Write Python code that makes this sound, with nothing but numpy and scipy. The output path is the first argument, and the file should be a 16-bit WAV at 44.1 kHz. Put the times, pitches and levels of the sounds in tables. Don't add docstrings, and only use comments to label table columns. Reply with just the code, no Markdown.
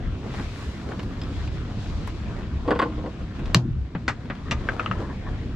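import sys
import numpy as np
from scipy import signal
from scipy.fft import rfft, irfft, next_fast_len
from scipy.io import wavfile
from scipy.ndimage import uniform_filter1d, map_coordinates

SR = 44100
rng = np.random.default_rng(int(sys.argv[2]) if len(sys.argv) > 2 else 0)


def to_wav(s):
    ch = np.atleast_2d(s).T
    pcm = np.round(np.clip(ch, -1, 1) * 32767)
    wavfile.write(sys.argv[1], SR, pcm.astype(np.int16))


N = 244970
TIME = np.arange(N) / SR
HIT = np.arange(16384) / SR
HIT_HZ = np.fft.rfftfreq(len(HIT), 1 / SR)

# freq_hz, left_minus_right_db
LEFT_BALANCE = [(30, 1), (100, -0.4), (400, 0.6), (1300, 2), (2400, 3.5), (4400, 2), (12000, -1.5)]
# freq_hz, width_hz, prominence (4 units per dB)
GEAR_MODES = [(1110, 200, -6.5), (1850, 270, 2), (2850, 130, 10.5), (3730, 60, -6.5), (4310, 210, -3.5),
              (4900, 140, -5), (7300, 300, -4)]


def amp(db):
    return 10 ** (np.asarray(db) / 20)


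def unit(x):
    return x / np.sqrt(np.mean(x ** 2) + 1e-20)


def norm(x):
    return unit(x) / np.sqrt(x.shape[-1])


def fade(t60_s):
    return np.exp(-np.log(1000) * HIT / max(t60_s, 1e-3))


def swell(middle_s, half_s):
    return np.exp(-((TIME - middle_s) / half_s) ** 2)


def along(points, hz):
    freq_hz, value = np.transpose(points)
    return np.interp(np.log(hz + 1), np.log(freq_hz + 1), value)


def wobble(rate_hz):
    knots = rng.standard_normal(int(N * rate_hz / SR) + 4)
    return map_coordinates(knots, [TIME * rate_hz])


def filtered(x, response):
    size = next_fast_len(N + SR // 2)
    return irfft(rfft(x, size) * response(np.fft.rfftfreq(size, 1 / SR)), size)[..., :N]


def lowpass(x, order, edge_hz):
    return signal.sosfilt(signal.butter(order, edge_hz, fs=SR, output="sos"), x)


def add(track, start_s, sound):
    part = track[:, round(start_s * SR):][:, :sound.shape[-1]]
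    part += sound[..., :part.shape[1]]


def rush(spectrum, patchy_db):
    # freq_hz, correlation
    likeness = [(25, .6), (45, .85), (70, .95), (130, .99), (280, .97), (640, .72), (1400, .6), (3000, .3),
                (7000, -.1)]
    cells = signal.stft(rng.standard_normal((2, N)), nperseg=512)[2]
    field = rng.standard_normal(cells.shape[1:])
    field = uniform_filter1d(field, size=6, axis=0)
    field = uniform_filter1d(field, size=12, axis=1)
    pair = signal.istft(cells * amp(patchy_db * unit(field)), nperseg=512)[1][:, :N]

    def mid_side(hz):
        turn = np.arccos(np.clip(along(likeness, hz), -1, 1)) / 2
        return amp(along(spectrum, hz)) * [np.cos(turn), np.sin(turn)]

    mid, side = filtered(pair, mid_side)
    balance = lambda hz: amp(np.outer([.5, -.5], along(LEFT_BALANCE, hz)))
    return unit(filtered([mid + side, mid - side], balance))


def pops(spectrum, per_s, spread_db):
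    size = amp(spread_db * np.clip(rng.standard_normal(N), -2, 2))
    clicks = (rng.random(N) < per_s / SR) * size * rng.choice([-1, 1], N)
    place = rng.uniform(0, np.pi / 2, N)
    stereo = clicks * [np.cos(place), np.sin(place)]
    balance_db = lambda hz: np.outer([.5, -.5], along(LEFT_BALANCE, hz))
    return unit(filtered(stereo, lambda hz: amp(along(spectrum, hz) + balance_db(hz))))


def through(x, tone, modes=(), lift_db=0):
    db = along(tone, HIT_HZ)
    for hz, width_hz, prominence in modes:
        peak = amp(lift_db + prominence / 4) / (1 + (2 * (HIT_HZ - hz) / width_hz) ** 2)
        db = db + 20 * np.log10(1 + peak)
    cepstrum = irfft(np.log(amp(db)))
    cepstrum[1:len(HIT) // 2] *= 2
    cepstrum[len(HIT) // 2:] = 0
    return irfft(rfft(x) * np.exp(rfft(cepstrum)))


def scatter(t60_s, rise_s=0.022):
    mid, side = rng.standard_normal((2, len(HIT))) * fade(t60_s) * (1 - fade(rise_s))
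    side = signal.sosfilt(signal.butter(2, 550, "high", fs=SR, output="sos"), side)
    return lowpass(norm(np.array([mid + side, mid - side])), 2, 6500)


def contact(rattle_t60_s, rattle_db, echo_db, echo_t60_s, rise_s=0.0028, hold_s=0):
    shape = np.interp(HIT - hold_s, HIT, fade(rattle_t60_s)) * (1 - fade(rise_s))
    rattle = norm(rng.choice([-1, 1], len(HIT)) * shape)
    push = (HIT == 0) + amp(rattle_db) * rattle
    return norm(push) + amp(echo_db) * scatter(echo_t60_s)


def voiced(x, low_db, middle_db, high_db):
    registers = [(700, "low", low_db), ([700, 2500], "band", middle_db), (2500, "high", high_db)]
    out = 0
    for edge_hz, kind, db in registers:
        band = signal.sosfilt(signal.butter(3, edge_hz, kind, fs=SR, output="sos"), x)
        out = out + amp(db) * norm(band)
    return np.sqrt(SR / 50) * out


def ring(modes):
    return sum(amp(db) * fade(t60_s) * np.sin(2 * np.pi * hz * HIT) for hz, db, t60_s in modes)


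def clatter(scrape_db=-12.0, scrape_t60_s=0.084):
    # start_s, level_db, thud_db (re level)
    contacts = [(2.654, -51.5, 17), (2.678, -29, 8), (2.686, -33.5, 3.5), (2.707, -20, 1),
                (2.714, -28.5, 1.5), (2.752, -30.5, 2), (2.791, -17.5, -8), (2.818, -19.5, -5.5),
                (2.834, -32.5, -0.5), (2.854, -40.5, 12), (2.98, -47.5, 11.5), (3.041, -44, 11),
                (3.06, -37.5, 5)]
    # freq_hz, width_hz, prominence (4 units per dB)
    deck_modes = [(305, 44, 23), (505, 170, -9), (1088, 99, 5), (1490, 170, -2), (1770, 31, -21),
                  (2010, 140, 3), (2520, 90, -16), (2750, 60, -14), (3220, 250, -21), (4560, 120, -30)]
    # freq_hz, density_db
    deck_tone = [(70, -48), (130, 1), (240, -5.5), (480, -0.5), (680, -1), (850, 2), (1120, 6.5),
                 (1600, -1), (2300, -19), (3300, -20.5), (4800, -49), (8000, -54), (14000, -74)]
    # freq_hz, density_db
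    grit_tone = [(300, -6), (1900, 14.5), (2300, 2.5), (3300, 0.5), (4100, -7), (4650, -2.5), (5400, -20.5),
                 (8500, -22), (13000, -51.5)]
    # freq_hz, level_db (re thud, before a 7.5 dB lift), t60_s
    panel_modes = [(225, -13, 0.2), (306.3, -21, 0.97), (481, -10, 0.18), (533, -18.5, 0.088),
                   (652, -20, 0.32), (1048, -19.5, 0.22)]
    judder_t60_s, doubling_db = 0.075, 12.5
    out = np.zeros((2, N))
    for s, db, thud_db in contacts:
        judder = contact(judder_t60_s * 2 ** (thud_db / doubling_db), rattle_db=8.5, echo_db=-5.5,
                         echo_t60_s=0.13, rise_s=0.0074, hold_s=0.01)
        body = through(judder, deck_tone, deck_modes, lift_db=6)
        add(out, s, amp(db) * voiced(body, thud_db, 0, -14))
        grains = (rng.random(len(HIT)) < 800 / SR) * rng.choice([-1, 1], len(HIT))
        grit = grains * fade(scrape_t60_s) + (HIT == 0)
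        add(out, s, amp(db + scrape_db) * voiced(through(grit, grit_tone), -27, 0, -4.7))
        panels = sum(rng.choice([-1, 1]) * amp(rng.normal(0, 1.4)) * ring([mode]) for mode in panel_modes)
        add(out, s, amp(db + thud_db + 7.5) * panels)
    return out


def blow(start_s=3.5461, echo_db=6):
    # freq_hz, density_db
    crack_tone = [(200, -15.5), (650, -12), (1100, -0.5), (2200, -2.5), (3000, 0.5), (4300, 5.5),
                  (5500, -0.5), (7700, -8.5), (9200, -18), (15000, -19)]
    # freq_hz, density_db
    echo_tone = [(200, -3.5), (700, -4.5), (1200, 0.5), (2200, -3), (3000, -2), (4500, -6), (6500, -5.5),
                 (8000, -13), (9500, -29.5), (15000, -41)]
    # freq_hz, level_db, t60_s
    hull_modes = [(123, -4.5, 0.37), (168.5, 1.5, 0.097), (234, -18.5, 0.4), (361, -22, 0.17)]
    panel_tone = [(80, -19.5), (250, 15.5), (520, 7.5), (900, 6.0), (4000, -36.0)]
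    out = np.zeros((2, N))
    for delay_s, db in [(.0002, 12.3), (.002, 6.2)]:
        crack = contact(0.0029, rattle_db=-4.5, echo_db=-8.5, echo_t60_s=0.11, rise_s=.0007)
        add(out, start_s + delay_s, amp(db) * norm(through(crack, crack_tone, GEAR_MODES, lift_db=-0.5)))
    echo = through(scatter(0.145, rise_s=0.004), echo_tone)
    add(out, start_s, amp(echo_db) * norm(echo))
    unsteady = amp(0.94 * wobble(48)[:len(HIT)])
    add(out, start_s + 0.0065, ring(hull_modes) * (1 - fade(0.046)) * unsteady)
    panels = contact(0.28, rattle_db=32.5, echo_db=-6.5, echo_t60_s=.25)
    add(out, start_s, amp(8.0) * norm(through(panels, panel_tone)))
    return out


def boom(start_s=3.67, level_db=-17, rumble_db=-2, growl_db=-6):
    rise_s, hold_s, release_s = 0.025, 0.155, 0.037
    start_hz, end_hz, sink_s = 204.9, 56.1, 0.0614
    rumble_spectrum = [(15, -26), (55, 6.5), (130, 7.5), (220, -10), (340, -31), (600, -35), (2000, -75)]
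    growl_spectrum = [(30, -13), (70, 8), (150, -3.5), (220, 4.5), (340, -4.5), (450, -21.0), (2000, -69.5)]
    age_s = np.maximum(TIME - start_s, 0)
    hz = end_hz + (start_hz - end_hz) * np.exp(-age_s / sink_s)
    hz = hz * (1 + 0.07 * wobble(60))
    envelope = np.interp(age_s, np.cumsum([0, rise_s, hold_s, release_s]), [0, 1, 1, 0])
    roughness = amp(-2.5 + 3 * wobble(70))
    tone = roughness * envelope * np.sin(2 * np.pi * np.cumsum(hz) / SR)
    rumble = swell(3.73, 0.059) * rush(rumble_spectrum, patchy_db=2.5)
    growl = swell(3.645, 0.061) * rush(growl_spectrum, patchy_db=-4.0)
    return amp(level_db) * (tone + amp(rumble_db) * rumble + amp(growl_db) * growl)


def thumps(rise_s=0.029, t60_s=0.16, rough_db=2):
    # start_s, level_db, pitch_hz
    contacts = [(3.953, -16, 172.3), (4.515, -27, 305), (4.892, -18.5, 187), (4.905, -16, 118)]
    out = np.zeros((2, N))
    for s, db, hz in contacts:
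        roughness = amp(rough_db * wobble(74)[:len(HIT)])
        add(out, s, ring([(hz, db, t60_s)]) * (1 - fade(rise_s)) * roughness)
    return out


def knocks(snap_db=-6, metal_s=4.513):
    # start_s, level_db, thud_db (re level), treble_db (re level), rattle_t60_s, treble_edge_hz
    hits = [(3.95, -28.5, 1, -11, 0.065, 3500), (4.08, -15.5, -10, -8, 0.12, 12000),
            (4.3, -27.5, -4.5, -7, 0.13, 3400), (4.511, -28.5, -7, 2, 0.06, 9000),
            (4.517, -29, 0, -5, 0.091, 9000), (4.526, -32.5, -0.5, -6, 0.056, 4500)]
    # freq_hz, density_db
    knock_tone = [(100, 6.5), (330, 8.5), (700, 0), (1200, 4.5), (2000, 1.5), (2800, -10.5), (3600, -15.5),
                  (5500, -18), (7700, -24.5), (9200, -40), (12500, -49), (14000, -74.5)]
    # freq_hz, level_db (re thud), t60_s
    thud_modes = [(121.2, 0.5, 0.5), (164, -4.5, 0.35), (194.5, -7, 0.18), (228.3, -7.5, 0.61),
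                  (277, -5.5, 0.22)]
    # freq_hz, level_db, t60_s
    metal_modes = [(902, -31, 0.14), (1210, -25.5, 0.14), (1730, -35, 0.1), (1970, -35, 0.11),
                   (1980, -24, 0.06), (2400, -25, 0.08), (2800, -17, 0.034), (3580, -33, 0.1),
                   (4200, -41, 0.049), (5990, -33, 0.087), (11360, -55, 0.073), (12300, -55, .05)]
    out = np.zeros((2, N))
    for s, db, thud_db, treble_db, rattle_t60_s, edge_hz in hits:
        hit = contact(rattle_t60_s, rattle_db=10.5, echo_db=-2.5, echo_t60_s=0.093, rise_s=0.0008)
        snap = contact(0.0098, rattle_db=7.5, echo_db=-17, echo_t60_s=0.03, rise_s=0.0005)
        hit = lowpass(hit + amp(snap_db) * snap, 4, edge_hz)
        body = through(hit, knock_tone, GEAR_MODES, lift_db=-14.0)
        add(out, s, amp(db) * voiced(body, thud_db, 0, treble_db))
        add(out, s + 0.003, amp(db + thud_db) * ring(thud_modes))
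    add(out, metal_s, ring(metal_modes) * (1 - fade(0.0025)))
    return out


def taps(click_db=12.5):
    # start_s, level_db, lower_hz, upper_hz, upper_db (re level); fixed lifts follow
    hits = [(2.076, -29, 1070, 2200, -21), (4.688, -12.5, 1560, 2520, -24), (4.796, -15, 1320, 2520, -12.5),
            (4.861, -20, 1250, 2850, -7), (4.913, -15.5, 1270, 2750, -16.5)]
    # freq_hz, level_db (re tap), t60_s
    tail_modes = [(1284, -22.5, 0.18), (1980, -37, 0.09)]
    click_tone = [(200, 6), (600, 10), (850, 2.5), (1300, 9.5), (2000, 8.5), (2900, -3),
                  (3800, -13.0), (7000, -21.0), (10000, -50.0)]
    out = np.zeros((2, N))
    for s, db, lower_hz, upper_hz, upper_db in hits:
        body = ring([(lower_hz, db + 6.0, .015), (upper_hz, db + upper_db + 11.5, .011)])
        body = body * (1 - fade(0.0023))
        push = contact(0.058, rattle_db=-11, echo_db=-9.5, echo_t60_s=0.076)
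        add(out, s, signal.fftconvolve(push, body[None], axes=1))
        add(out, s + 0.012, amp(-22.0) * body)
        add(out, s, amp(db) * ring(tail_modes))
        click = contact(0.06, rattle_db=22.0, echo_db=-2.5, echo_t60_s=0.11)
        add(out, s, amp(db + click_db) * norm(through(click, click_tone)))
    return out


def reel(width_hz=110, upper_db=-4, teeth_per_s=420, spread_db=3):
    # middle_s, half_length_s, level_db, lower_hz, upper_hz
    turns = [(4.484, 0.025, -43, 1200, 1850), (4.654, 0.032, -49, 1070, 1800),
             (4.745, 0.037, -50, 934, 1700), (4.831, 0.03, -52, 1080, 1830),
             (4.959, 0.031, -43.5, 1010, 1700), (5.045, 0.023, -43, 1000, 1710),
             (5.113, 0.022, -42, 1010, 1750), (5.275, 0.018, -40, 1070, 1760)]
    out = np.zeros((2, N))
    for s, half_s, db, lower_hz, upper_hz in turns:
        teeth = (rng.random(len(HIT)) < teeth_per_s / SR) * amp(spread_db * rng.standard_normal(len(HIT)))
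        band = lambda hz: unit(irfft(rfft(teeth) / (1 + 1j * (HIT_HZ - hz) / width_hz) ** 2))
        stroke = np.exp(-(HIT / half_s - 2) ** 2)
        chirr = norm(stroke * (band(lower_hz) + amp(upper_db) * band(upper_hz))) * np.linalg.norm(stroke)
        add(out, s - 2 * half_s, amp(db) * chirr)
    return out


def ticks(clink_s=1.216, bounce_s=0.019, clink_click_db=-49):
    # start_s, level_db, treble_db (re level), snap_db (re level)
    clicks = [(0.244, -48.5, -14, -25), (0.339, -38, -14, -33), (0.387, -44.5, -12, -22),
              (0.396, -40, -11, -26.5), (0.919, -39, -21, -33), (0.994, -40.5, -3, -30),
              (1.03, -45.5, -7, -13.5), (1.475, -46, -1.5, -32), (2.074, -45, -9, -6.5),
              (3.392, -44.5, -12, -23), (3.457, -47.5, 0.5, -22.5), (4.256, -46.5, -8, -24),
              (4.352, -43.5, -7, -24)]
    # freq_hz, density_db
    tick_tone = [(150, -4), (900, 6.5), (2600, -6.5), (5000, -17.5), (7800, -30), (9500, -43),
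                 (14000, -49.5)]
    # freq_hz, level_db, t60_s
    clink_modes = [(3300, -40, .04), (3600, -39, 0.035), (5050, -35.5, 0.032), (5300, -45, 0.037),
                   (7400, -50, .03), (12500, -57, .02)]
    thud_db = -9.5
    out = np.zeros((2, N))
    tick = lambda: through(contact(0.028, rattle_db=6.5, echo_db=-3.0, echo_t60_s=0.09), tick_tone)
    for s, db, treble_db, snap_db in clicks:
        add(out, s, amp(db) * voiced(tick(), thud_db, 0, treble_db))
        snap = contact(0.034, rattle_db=9, echo_db=5, echo_t60_s=0.06)
        add(out, s, amp(db + snap_db) * voiced(snap, -19, -11, 0))
    clink = ring(clink_modes) * (1 - fade(0.0023))
    add(out, clink_s, clink + amp(clink_click_db) * voiced(tick(), thud_db, 0, 1.8))
    add(out, clink_s + bounce_s, amp(-4.0) * clink)
    return out


def jacket(flutter_db=0.5):
    # middle_s, half_length_s, level_db, crinkle_db (re level)
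    strokes = [(0.261, 0.042, -38, -10.5), (0.398, 0.04, -42, -3.5), (0.904, 0.053, -38, -4.5),
               (1.004, 0.023, -44.5, 2), (2.393, 0.056, -40.5, -3.5), (3.209, 0.016, -39, -3),
               (3.5, 0.11, -43.5, -1), (4.78, 0.21, -38, -4), (5.013, 0.033, -35, -13),
               (5.088, 0.051, -46, -6.5)]
    # freq_hz, density_db
    cloth_spectrum = [(150, 2.5), (350, 9.5), (700, -1.5), (1200, -5), (2000, -12.5), (3500, -30.5),
                      (7000, -30), (12000, -51.5)]
    # freq_hz, density_db
    crinkle_spectrum = [(200, -7.5), (540, 7.5), (800, 0.5), (1400, -1.5), (2200, -10), (4500, -18),
                        (8000, -31), (12000, -45.5)]
    rub = sum(amp(db) * swell(s, half_s) for s, half_s, db, _ in strokes)
    buckle = sum(amp(db + crinkle_db) * swell(s, half_s) for s, half_s, db, crinkle_db in strokes)
    cloth = unit(amp(flutter_db * wobble(110)) * rush(cloth_spectrum, patchy_db=1.0))
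    return rub * cloth + buckle * pops(crinkle_spectrum, per_s=260, spread_db=4.0)


def wind(split_hz=115, flutter_db=2, lumps_db=2.5):
    # freq_hz, density_db
    wind_spectrum = [(10, -25.5), (20, -12.5), (28, -5.5), (38, 5), (52, -5), (72, 2.5), (115, -3.5),
                     (150, -6.5), (200, -9), (260, -10.5), (340, -14), (420, -18.5), (560, -27), (900, -50),
                     (2000, -76)]
    # time_s, level_db (before deep_db)
    gusts = [(0.0, -35), (0.06, -30.5), (0.14, -36.5), (0.64, -39), (0.69, -33), (0.75, -39.5),
             (1.52, -32.5), (1.67, -35), (2.28, -30), (2.31, -39), (2.47, -30), (2.96, -40), (3.05, -33),
             (3.19, -38), (3.86, -28.5), (3.89, -36), (4.75, -34), (4.81, -43), (4.93, -32.5), (5.01, -40),
             (5.19, -33.5), (5.5, -32.5)]
    deep_db, rumble_db = 2, -37
    gust_share = 0.2
    gust_db = np.interp(TIME, *np.transpose(gusts))
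    air = rush(wind_spectrum, patchy_db=0.5)
    deep = filtered(air, lambda hz: 1 / (1 + (hz / split_hz) ** 8))
    rumble = unit(amp(flutter_db * wobble(32)) * (air - deep))
    buffet = unit(amp(lumps_db * wobble(10)) * deep)
    rumble_gain = amp(rumble_db + gust_share * (gust_db - gust_db.mean()))
    return amp(deep_db + gust_db) * buffet + rumble_gain * rumble


def engine(firing_hz=33.68, drift=0.02502, rough_db=2.5):
    order_levels = [-55, -43, -44, -47.5, -53, -50, -52.5, -52]
    turns = np.cumsum(firing_hz * (1 + drift * wobble(2))) / SR
    out = 0
    for k, db in enumerate(order_levels, 1):
        phase = 2 * np.pi * (k * turns + rng.random()) + 0.45 * wobble(5.01)
        out = out + amp(db + rough_db * wobble(5.6)) * np.sin(phase)
    return np.sqrt(2) * out


def slaps(half_s=0.026, waver=0.045):
    # middle_s, pitch_hz, peak_db
    puffs = [(0.41, 94.2, -24.5), (0.69, 68, -23.5), (0.88, 68, -26), (2.0, 66.8, -26), (2.55, 66.6, -25.5),
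             (4.555, 67, -30.5), (5.35, 80, -36)]
    # freq_hz, density_db
    slosh_spectrum = [(100, -29), (190, -0.5), (270, 4.5), (480, -6.5), (800, -17), (2000, -50)]
    slosh_gain = amp(-42 + 1.5 * wobble(20)) * swell(1.1, 0.32)
    out = slosh_gain * rush(slosh_spectrum, patchy_db=0.5)
    for s, hz, db in puffs:
        phase = 2 * np.pi * np.cumsum(hz * (1 + waver * wobble(40))) / SR
        out = out + amp(db) * swell(s, half_s) * np.sin(phase)
    return out


def sea(drops_db=-7):
    # crest_s, rise_s, water_db, spray_db (before a 4.5 dB lift), fizz_db
    waves = [(0.38, 0.11, -44, -53.5, -63), (0.6, 0.087, -50, -57, -63), (1.4, 0.2, -44.5, -56.5, -90),
             (1.86, 0.14, -47.5, -55, -92), (4.68, 0.48, -47, -62.5, -88)]
    # freq_hz, density_db
    water_spectrum = [(260, -29), (450, -4.5), (573, -5.5), (715, -3), (832, -8), (1030, -5), (1790, -9.5),
                      (3410, -16), (5000, -31.5), (6500, -60), (11000, -120)]
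    # freq_hz, density_db
    spray_spectrum = [(2350, -11.5), (3300, -4.5), (4000, -2.5), (4700, -5), (5420, -7.5), (7600, -14.5),
                      (9070, -26), (12200, -31.5), (15000, -48.5)]
    # freq_hz, density_db
    fizz_spectrum = [(4000, -23), (6500, -1), (8500, -4.5), (12000, -12), (15000, -24.5)]
    drain_s = 0.41
    water_power, spray_power, foam = amp(-47.5) ** 2, amp(-62) ** 2, 0
    for s, rise_s, water_db, spray_db, fizz_db in waves:
        surge = np.where(TIME < s, swell(s, rise_s), np.exp(-np.abs(TIME - s) / drain_s))
        water_power = water_power + (amp(water_db) * surge) ** 2
        spray_power = spray_power + (amp(spray_db) * surge) ** 2
        foam = foam + amp(fizz_db) * surge ** 2
    drops = pops(water_spectrum, per_s=260, spread_db=5.0)
    water = amp(0.67 * wobble(25.6)) * (rush(water_spectrum, patchy_db=2.5) + amp(drops_db) * drops)
    spray = amp(4.5 + 1.0 * wobble(30)) * rush(spray_spectrum, patchy_db=0.5)
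    fizz = rush(fizz_spectrum, patchy_db=0.0)
    return np.sqrt(water_power) * water + np.sqrt(spray_power) * spray + foam * fizz


def gain_control(x, threshold_db=-13.5, recovery_db_per_s=6.5):
    window = np.ones(SR // 200) / (SR // 200)
    smooth = lambda v: np.convolve(v, window)[:N]
    level_db = 10 * np.log10(smooth(np.mean(x ** 2, axis=0)) + 1e-12)
    over_db = np.maximum(level_db - threshold_db, 0)
    recovered_db = recovery_db_per_s * TIME
    cut_db = np.maximum.accumulate(over_db + recovered_db) - recovered_db
    return x * amp(-smooth(cut_db))


def right_first(x, lag_s):
    return filtered(x, lambda hz: np.exp(1j * np.pi * lag_s * np.outer([-1, 1], hz)))


def scene(lag_s=2.6e-5, bed_lag_s=6e-5):
    leftward = lambda x, db: x * amp([[db], [-db]])
    gear = leftward(clatter() + blow() + boom() + thumps(), .5)
    gear = gear + leftward(knocks() + ticks(), 1.1) + leftward(taps() + reel(), 1.9)
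    bed = wind() + engine() + slaps() + sea()
    return right_first(gear + jacket(), lag_s) + right_first(bed, bed_lag_s)


def record(dry, top=1.0, band_limit_hz=15300):
    x = gain_control(dry)
    rounded = x / (1 + (x / top) ** 6) ** (1 / 6)
    return filtered(rounded, lambda hz: hz < band_limit_hz)


dry = scene()
out = record(dry)
to_wav(out)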